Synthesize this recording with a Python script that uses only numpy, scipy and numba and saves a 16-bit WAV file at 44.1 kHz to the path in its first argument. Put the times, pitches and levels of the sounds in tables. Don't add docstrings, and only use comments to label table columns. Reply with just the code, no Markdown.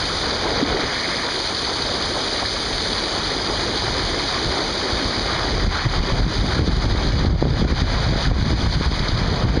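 import sys
import numpy as np
from scipy import signal
from scipy.fft import rfft, irfft
from scipy.io import wavfile
from scipy.ndimage import uniform_filter1d
from numba import njit

SR = 44100
rng = np.random.default_rng(int(sys.argv[2]) if len(sys.argv) > 2 else 0)


def wav_out(sig):
    wavfile.write(sys.argv[1], SR, np.round(np.clip(np.atleast_2d(sig).T, -1, 1) * 32767).astype(np.int16))


N = 423360
T = np.arange(N) / SR
FREQS = np.fft.rfftfreq(N, 1 / SR)


def undb(db):
    return 10 ** (np.asarray(db) / 20)


def unit(x):
    return x / np.sqrt(np.mean(x ** 2))


def curve(rows, column=1):
    rows = np.asarray(rows)
    return np.interp(T, rows[:, 0], rows[:, column])


def colour(x, points):
    hz, db = np.transpose(points)
    eq = undb(np.interp(np.log(FREQS + 1), np.log(hz), db))
    return unit(irfft(rfft(x) * eq, N))


def split(x, hz, order=3):
    low = irfft(rfft(x) / (1 + (FREQS / hz) ** (2 * order)), N)
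    return low, x - low


def wander(rate_hz):
    hold = max(int(SR / rate_hz), 2)
    steps = rng.standard_normal(N // 20)[np.arange(N) // hold % (N // 20)]
    return unit(uniform_filter1d(steps, hold))


def decay(hits, decay_s):
    return signal.lfilter([1], [1, -np.exp(-1 / (decay_s * SR))], hits)


@njit
def ring(starts, hz, cycles, amplitudes, glide):
    out = np.zeros(N)
    for k in range(len(starts)):
        first, length = int(starts[k] * SR), int(cycles[k] * SR / hz[k]) + 1
        turn = 2 * np.pi * hz[k] / SR
        phasor = amplitudes[k] + 0j
        step = np.exp(1j * turn - np.log(1000) / length)
        bend = np.exp(1j * turn * glide / length)
        for i in range(first, min(first + length, N)):
            phasor *= step
            step *= bend
            out[i] += phasor.imag
    return out


def bubbles(count, low_hz, high_hz, cycles, spread_db, glide):
    when, pitch, life, luck, polarity = rng.random((count, 5)).T
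    hz = low_hz + (high_hz - low_hz) * pitch
    amplitudes = np.sign(polarity - .5) * np.sqrt(hz) * undb(-spread_db * np.log(luck + .02))
    return unit(ring(when * N / SR, hz, cycles * (.5 + life), amplitudes, glide))


def slaps(count, decay_s, spread_db):
    when, luck = rng.random((count, 2)).T
    strength = undb(-spread_db * np.log(luck + .01))
    power = decay(np.bincount((when * N).astype(int), strength ** 2, N), decay_s)
    return unit(np.sqrt(power) * rng.standard_normal(N))


def water():
    # (frequency [Hz], gain [dB])
    water_eq = [(30, -22), (100, -2), (185, 0), (260, 0.5), (360, 3), (500, 0.16), (850, -2), (1100, -3),
                (2400, -4.5), (3300, -4), (4850, 0.16), (7000, -2), (9900, 1), (12000, -53)]
    # (time [s], whole rush [dB], churn trim [dB], spray trim [dB])
    faders = [(0, -24, -5, 5.5), (.6, -24, 0, 1.5), (1.0, -25, -2.5, 4), (1.5, -25, -3.5, 5.5),
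              (2.2, -24.5, -2, 5), (2.7, -25.5, -4, 6.5), (3.4, -24, -2, 4), (4.5, -24, -2, 3.5),
              (5.4, -24, -1, 2), (5.8, -26, -5, 0), (6.5, -25.5, -2, 2), (7.4, -26, -1, -1),
              (8.1, -24.5, -6.5, -0.5), (8.8, -26.5, -6.5, 1.5), (9.6, -27.5, 2, -1)]
    # (time [s], half length [s], swell [dB])
    surges = [(5.765, .025, 2.5), (5.965, .022, 3), (6.52, .03, 1), (7.06, .025, 1), (7.195, .02, 2),
              (7.805, .03, 1.5), (8.23, .025, 1.5), (8.725, .025, 1.5)]
    foam = undb(-3) * rng.standard_normal(N)
    gurgle = undb(-4.5) * bubbles(24000, 220.5, 5996, cycles=26, spread_db=2.5, glide=.2)
    droplets = undb(-3.5) * bubbles(50000, 894, 11640, cycles=3.95, spread_db=2.5, glide=.1)
    splashes = undb(-4) * slaps(4000, decay_s=0.0025, spread_db=1.5)
    stream = colour(foam + gurgle + droplets + splashes, water_eq)
    deep, rest = split(stream, hz=720)
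    middle, rest = split(rest, hz=2900)
    fine, mist = split(rest, hz=6740, order=8)
    rush_db, churn_db, spray_db = (curve(faders, column) for column in (1, 2, 3))
    surge_db = sum(db * np.exp(-((T - s) / length) ** 2) for s, length, db in surges)
    deep = deep * undb(churn_db + 3.5 + 1.05 * wander(18))
    middle = middle * undb(1.74 - spray_db / 2 + 1.1 * wander(26))
    mist = mist * undb(spray_db - 17)
    fine = (fine + mist) * undb(spray_db / 2 - 0.8 + 0.5 * wander(70))
    return (deep + middle + fine) * undb(rush_db + surge_db + 5 + 0.32 * wander(22))


def patter():
    # (time [s], level [dB])
    fader = [(0, -32), (.65, -44.5), (1.4, -32), (3.0, -32), (4.4, -35), (5.6, -53.5), (9.6, -55)]
    ticks = bubbles(1500, 3000, 7000, cycles=6, spread_db=3.2, glide=.1)
    softened, _ = split(ticks, hz=9500, order=4)
    return softened * undb(curve(fader))


def wind_strength(wander_db=1.95, attack_s=0.008, release_s=0.016):
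    # (time [s], level [dB])
    breeze = [(0, -30.5), (1.35, -37), (2.2, -32.5), (3.3, -34), (4.0, -30), (4.7, -33.5), (5.4, -28),
              (6.1, -24), (7.3, -18), (7.9, -19), (8.6, -19), (9.05, -22), (9.6, -19.5)]
    # (start [s], hold [s], level [dB])
    gusts = [(0.567, 0.02, -27), (0.70, 0.05, -23), (.832, .012, -25), (2.735, 0.025, -26),
             (3.8, 0.13, -31), (4.46, .03, -22), (4.932, 0.03, -22), (5.055, .025, -21),
             (5.522, 0.034, -20.5), (5.63, 0.062, -13.5), (5.856, 0.02, -10), (5.982, 0.025, -11.5),
             (6.125, .025, -13.5), (6.205, 0.07, -12), (6.39, 0.045, -15), (6.598, .025, -8.5),
             (6.68, 0.02, -12.5), (6.726, 0.02, -13), (6.772, .02, -14), (6.845, 0.03, -13),
             (6.908, .025, -11), (6.975, .015, -15), (7.078, .014, -10), (7.136, 0.025, -15),
             (7.215, .04, -13.5), (7.286, 0.08, -3.5), (7.421, 0.125, -10.5), (7.625, 0.044, -9),
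             (7.713, 0.026, -11.5), (7.822, 0.02, -10), (8.072, 0.08, -15), (8.258, 0.2, -12.5),
             (8.285, 0.045, -5.5), (8.52, 0.03, -9), (8.628, 0.055, -13), (8.76, 0.025, -13),
             (8.865, .018, -10), (9.003, 0.025, -16), (9.125, 0.032, -17), (9.198, 0.14, -19),
             (9.44, 0.07, -11), (9.576, 0.033, -14)]
    power = undb(curve(breeze) + wander_db * wander(12)) ** 2
    for start, hold, db in gusts:
        rise = np.clip(1 + (T - start) / attack_s, 0, 1)
        fall = np.exp(-np.clip((T - start - hold) / release_s, 0, 20))
        power += (undb(db) * rise * fall) ** 2
    return 10 * np.log10(power)


def wind(wind_db, evenness=0.71):
    # (frequency [Hz], gain [dB])
    breeze_eq = [(15, -39), (26, -13), (40, 0.5), (85, -2.5), (140, -9.5), (250, -18), (600, -35),
                 (2000, -71)]
    # (frequency [Hz], gain [dB])
    gust_eq = [(15, -29), (26, -13), (39, 3), (95, -2.5), (160, -7), (220, -14), (330, -19), (500, -29.5),
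               (1000, -35.5), (3000, -87)]
    breeze = colour(rng.standard_normal(N), breeze_eq)
    eddies = rng.standard_normal(N) * undb(2.8 * wander(130))
    gust = colour(eddies, gust_eq)
    local_power = uniform_filter1d(gust ** 2, size=2400)
    gust = unit(gust / local_power ** (evenness / 2))
    gust_share = 1 / (1 + np.exp(-(wind_db + 23) / 2))
    pressure = np.sqrt(1 - gust_share) * breeze + np.sqrt(gust_share) * gust
    pressure = unit(np.tanh(pressure / 3.4))
    return pressure * undb(wind_db)


def spatters(decay_s=0.0047):
    # (time [s], relative level [dB])
    landings = [(.305, -17), (.636, -15), (.72, -18), (.945, -19), (.996, -21), (1.262, -18), (1.343, -18),
                (1.359, -18), (1.402, -21), (1.472, -16), (1.547, -19), (1.591, -16), (1.648, -17),
                (1.82, -18), (1.864, -19), (1.956, -20), (2.024, -12.5), (2.378, -16.5), (2.397, -19),
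                (2.458, -18), (2.801, -18), (2.929, -16), (2.98, -16), (3.037, -18), (3.47, -19),
                (3.774, -19), (4.285, -17), (7.978, -22), (8.724, -21), (8.822, -25), (8.992, -21),
                (9.084, -15.5), (9.189, -26)]
    # (frequency [Hz], gain [dB])
    spatter_eq = [(400, -14), (2000, -9), (4600, 9), (7000, -10), (12000, -44)]
    times, db = np.transpose(landings)
    hits = np.bincount((times * SR).astype(int), undb(db), N)
    envelope = uniform_filter1d(decay(hits, decay_s), size=200)
    return colour(rng.standard_normal(N), spatter_eq) * envelope * undb(3)


def sloshes(count=160, cycles=17.0):
    # (time [s], half length [s], centre pitch [Hz], pitch spread [Hz],
    # level [dB], climb [octaves per half length])
    sheets = [(.48, 0.13, 620, 260, -25.5, -.1), (0.71, 0.1, 400, 150, -27, .1),
              (1.03, 0.31, 2000, 200, -27, .1), (1.255, .03, 900, 220, -26, .1),
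              (1.70, 0.048, 860, 220, -27, .1), (2.17, 0.04, 850, 248, -26, .2),
              (2.431, 0.014, 860, 120, -22.5, .4), (2.454, 0.008, 1850, 200, -25, .15),
              (3.15, 0.055, 940, 300, -27, .1), (3.505, 0.037, 800, 260, -25, .1),
              (4.59, 0.028, 1110, 400, -25, .1), (5.43, 0.05, 950, 250, -27, .1),
              (5.765, 0.028, 1270, 70, -29, .1), (5.775, 0.052, 1600, 110, -27, .1),
              (6.3, .22, 330, 50, -29.5, .05), (8.054, 0.18, 620, 100, -28, .05),
              (9.404, 0.17, 780, 220, -29, .1)]
    out = np.zeros(N)
    for time, length, hz, spread_hz, db, climb in sheets:
        when, detune = rng.standard_normal((count, 2)).T.clip(-2.5, 2.5)
        starts = np.maximum(time + length * when / 2, 0)
        pitch = np.maximum(hz + spread_hz * detune, hz / 2) * 2 ** (climb * when / 2)
        polarity = rng.choice([-1., 1.], count)
        fizz = ring(starts, pitch, np.full(count, cycles), polarity, glide=0.17)
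        out += undb(db) * fizz * np.sqrt(length * SR / np.sum(fizz ** 2))
    return out


def gulps(swell_s=0.00397):
    # (time [s], level [dB], pitch [Hz], ring length [cycles])
    pockets = [(0.36, -14, 480, 26), (0.515, -11, 437, 30), (0.556, -13, 480, 16), (0.578, -13, 170, 7),
               (0.628, 0, 269, 20), (0.679, -13, 400, 14), (0.698, -9.5, 180, 7), (0.724, -11, 443, 26),
               (0.833, -9, 370, 18), (2.19, -14, 480, 20), (3.49, -13, 330, 18), (3.84, -13, 362, 20),
               (4.585, -11, 380, 22)]
    out = np.zeros(N)
    for time, db, hz, cycles in pockets:
        t = np.clip(T - time + swell_s, 0, 2 * cycles / hz)
        age = t * hz / cycles
        envelope = (1 - np.exp(-(t / swell_s) ** 2)) * np.exp(-np.log(1000) * age)
        out += undb(db) * envelope * np.sin(2 * np.pi * hz * t * (1 + .1 * age))
    return out


def thumps(wind_db, rebound=0.37, rebound_radians=2.24):
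    # (time [s], level over the wind [dB], pitch [Hz])
    eddies = [(6.037, 9, 300), (6.198, 10.5, 240), (6.255, 3.5, 130), (6.266, 12, 171), (6.303, 9, 280),
              (6.445, 11, 190), (6.593, 12, 280), (6.645, 8, 260), (6.678, 9.5, 240), (6.951, 13, 240),
              (7.05, 13, 240), (7.211, 5, 220), (7.25, 12, 280), (7.269, 13, 190), (7.36, 2, 330),
              (7.4264, 17.5, 360), (7.454, 12, 380), (7.461, 8, 220), (7.470, 9, 380), (7.571, 8, 250),
              (7.618, 10, 240), (7.627, 11, 192), (7.651, 8.5, 300), (7.705, 12, 260), (7.724, 8, 200),
              (8.095, 6, 190), (8.125, 10, 230), (8.138, 8, 200), (8.161, 11, 240), (8.315, 7, 400),
              (8.367, 6, 300), (8.506, 9, 260), (8.522, 4, 240), (8.615, 12, 220), (8.811, 16.5, 270),
              (8.917, 11, 260), (9.092, 14.5, 210), (9.177, 9, 220), (9.328, 9, 320), (9.453, 7, 171),
              (9.557, 11, 200), (9.575, 14, 220)]
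    out = np.zeros(N)
    for time, db, hz in eddies:
        near = np.abs(T - time) < .05
        phase = 2 * np.pi * hz * (T[near] - time)
        spike = np.exp(-phase ** 2)
        suction = np.exp(-(phase / rebound_radians - 1) ** 2)
        out[near] += undb(db + np.interp(time, T, wind_db)) * (spike - rebound * suction)
    return out


@njit
def follow(x, attack, release):
    out, level = np.empty(len(x)), 0.
    for i in range(len(x)):
        level += (abs(x[i]) - level) * (attack if abs(x[i]) > level else release)
        out[i] = level
    return out


def gain_control(x, ceiling_db=-15, duck_s=0.0035, recover_s=0.024, knee=4):
    level = follow(x, 1 / (duck_s * SR), 1 / (recover_s * SR))
    return x / (1 + (level / undb(ceiling_db)) ** knee) ** (1 / knee)


def scene():
    wind_db = wind_strength()
    slide = water() + patter() + sloshes() + spatters() + gulps()
    return (slide + wind(wind_db) + thumps(wind_db))[None]


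def record(dry):
    # (frequency [Hz], width [Hz])
    notches = [(2713, 820), (5512, 900), (7750, 1300), (8000, 1300), (11025, 1500)]
    shelf_hz, shelf_db, top_hz = 5010, -6.5, 13000
    response = np.where(FREQS > shelf_hz, undb(shelf_db), 1)
    for hz, width in notches:
        response = response * (hz ** 2 - FREQS ** 2) / (hz ** 2 - FREQS ** 2 + 1j * width * FREQS)
    ducked = gain_control(dry[0])
    shaped = irfft(rfft(ducked) * response, N)[None]
    high_cut = signal.ellip(8, .2, 70, top_hz, fs=SR, output="sos")
    return signal.sosfilt(high_cut, shaped)


dry = scene()
out = record(dry)
wav_out(out)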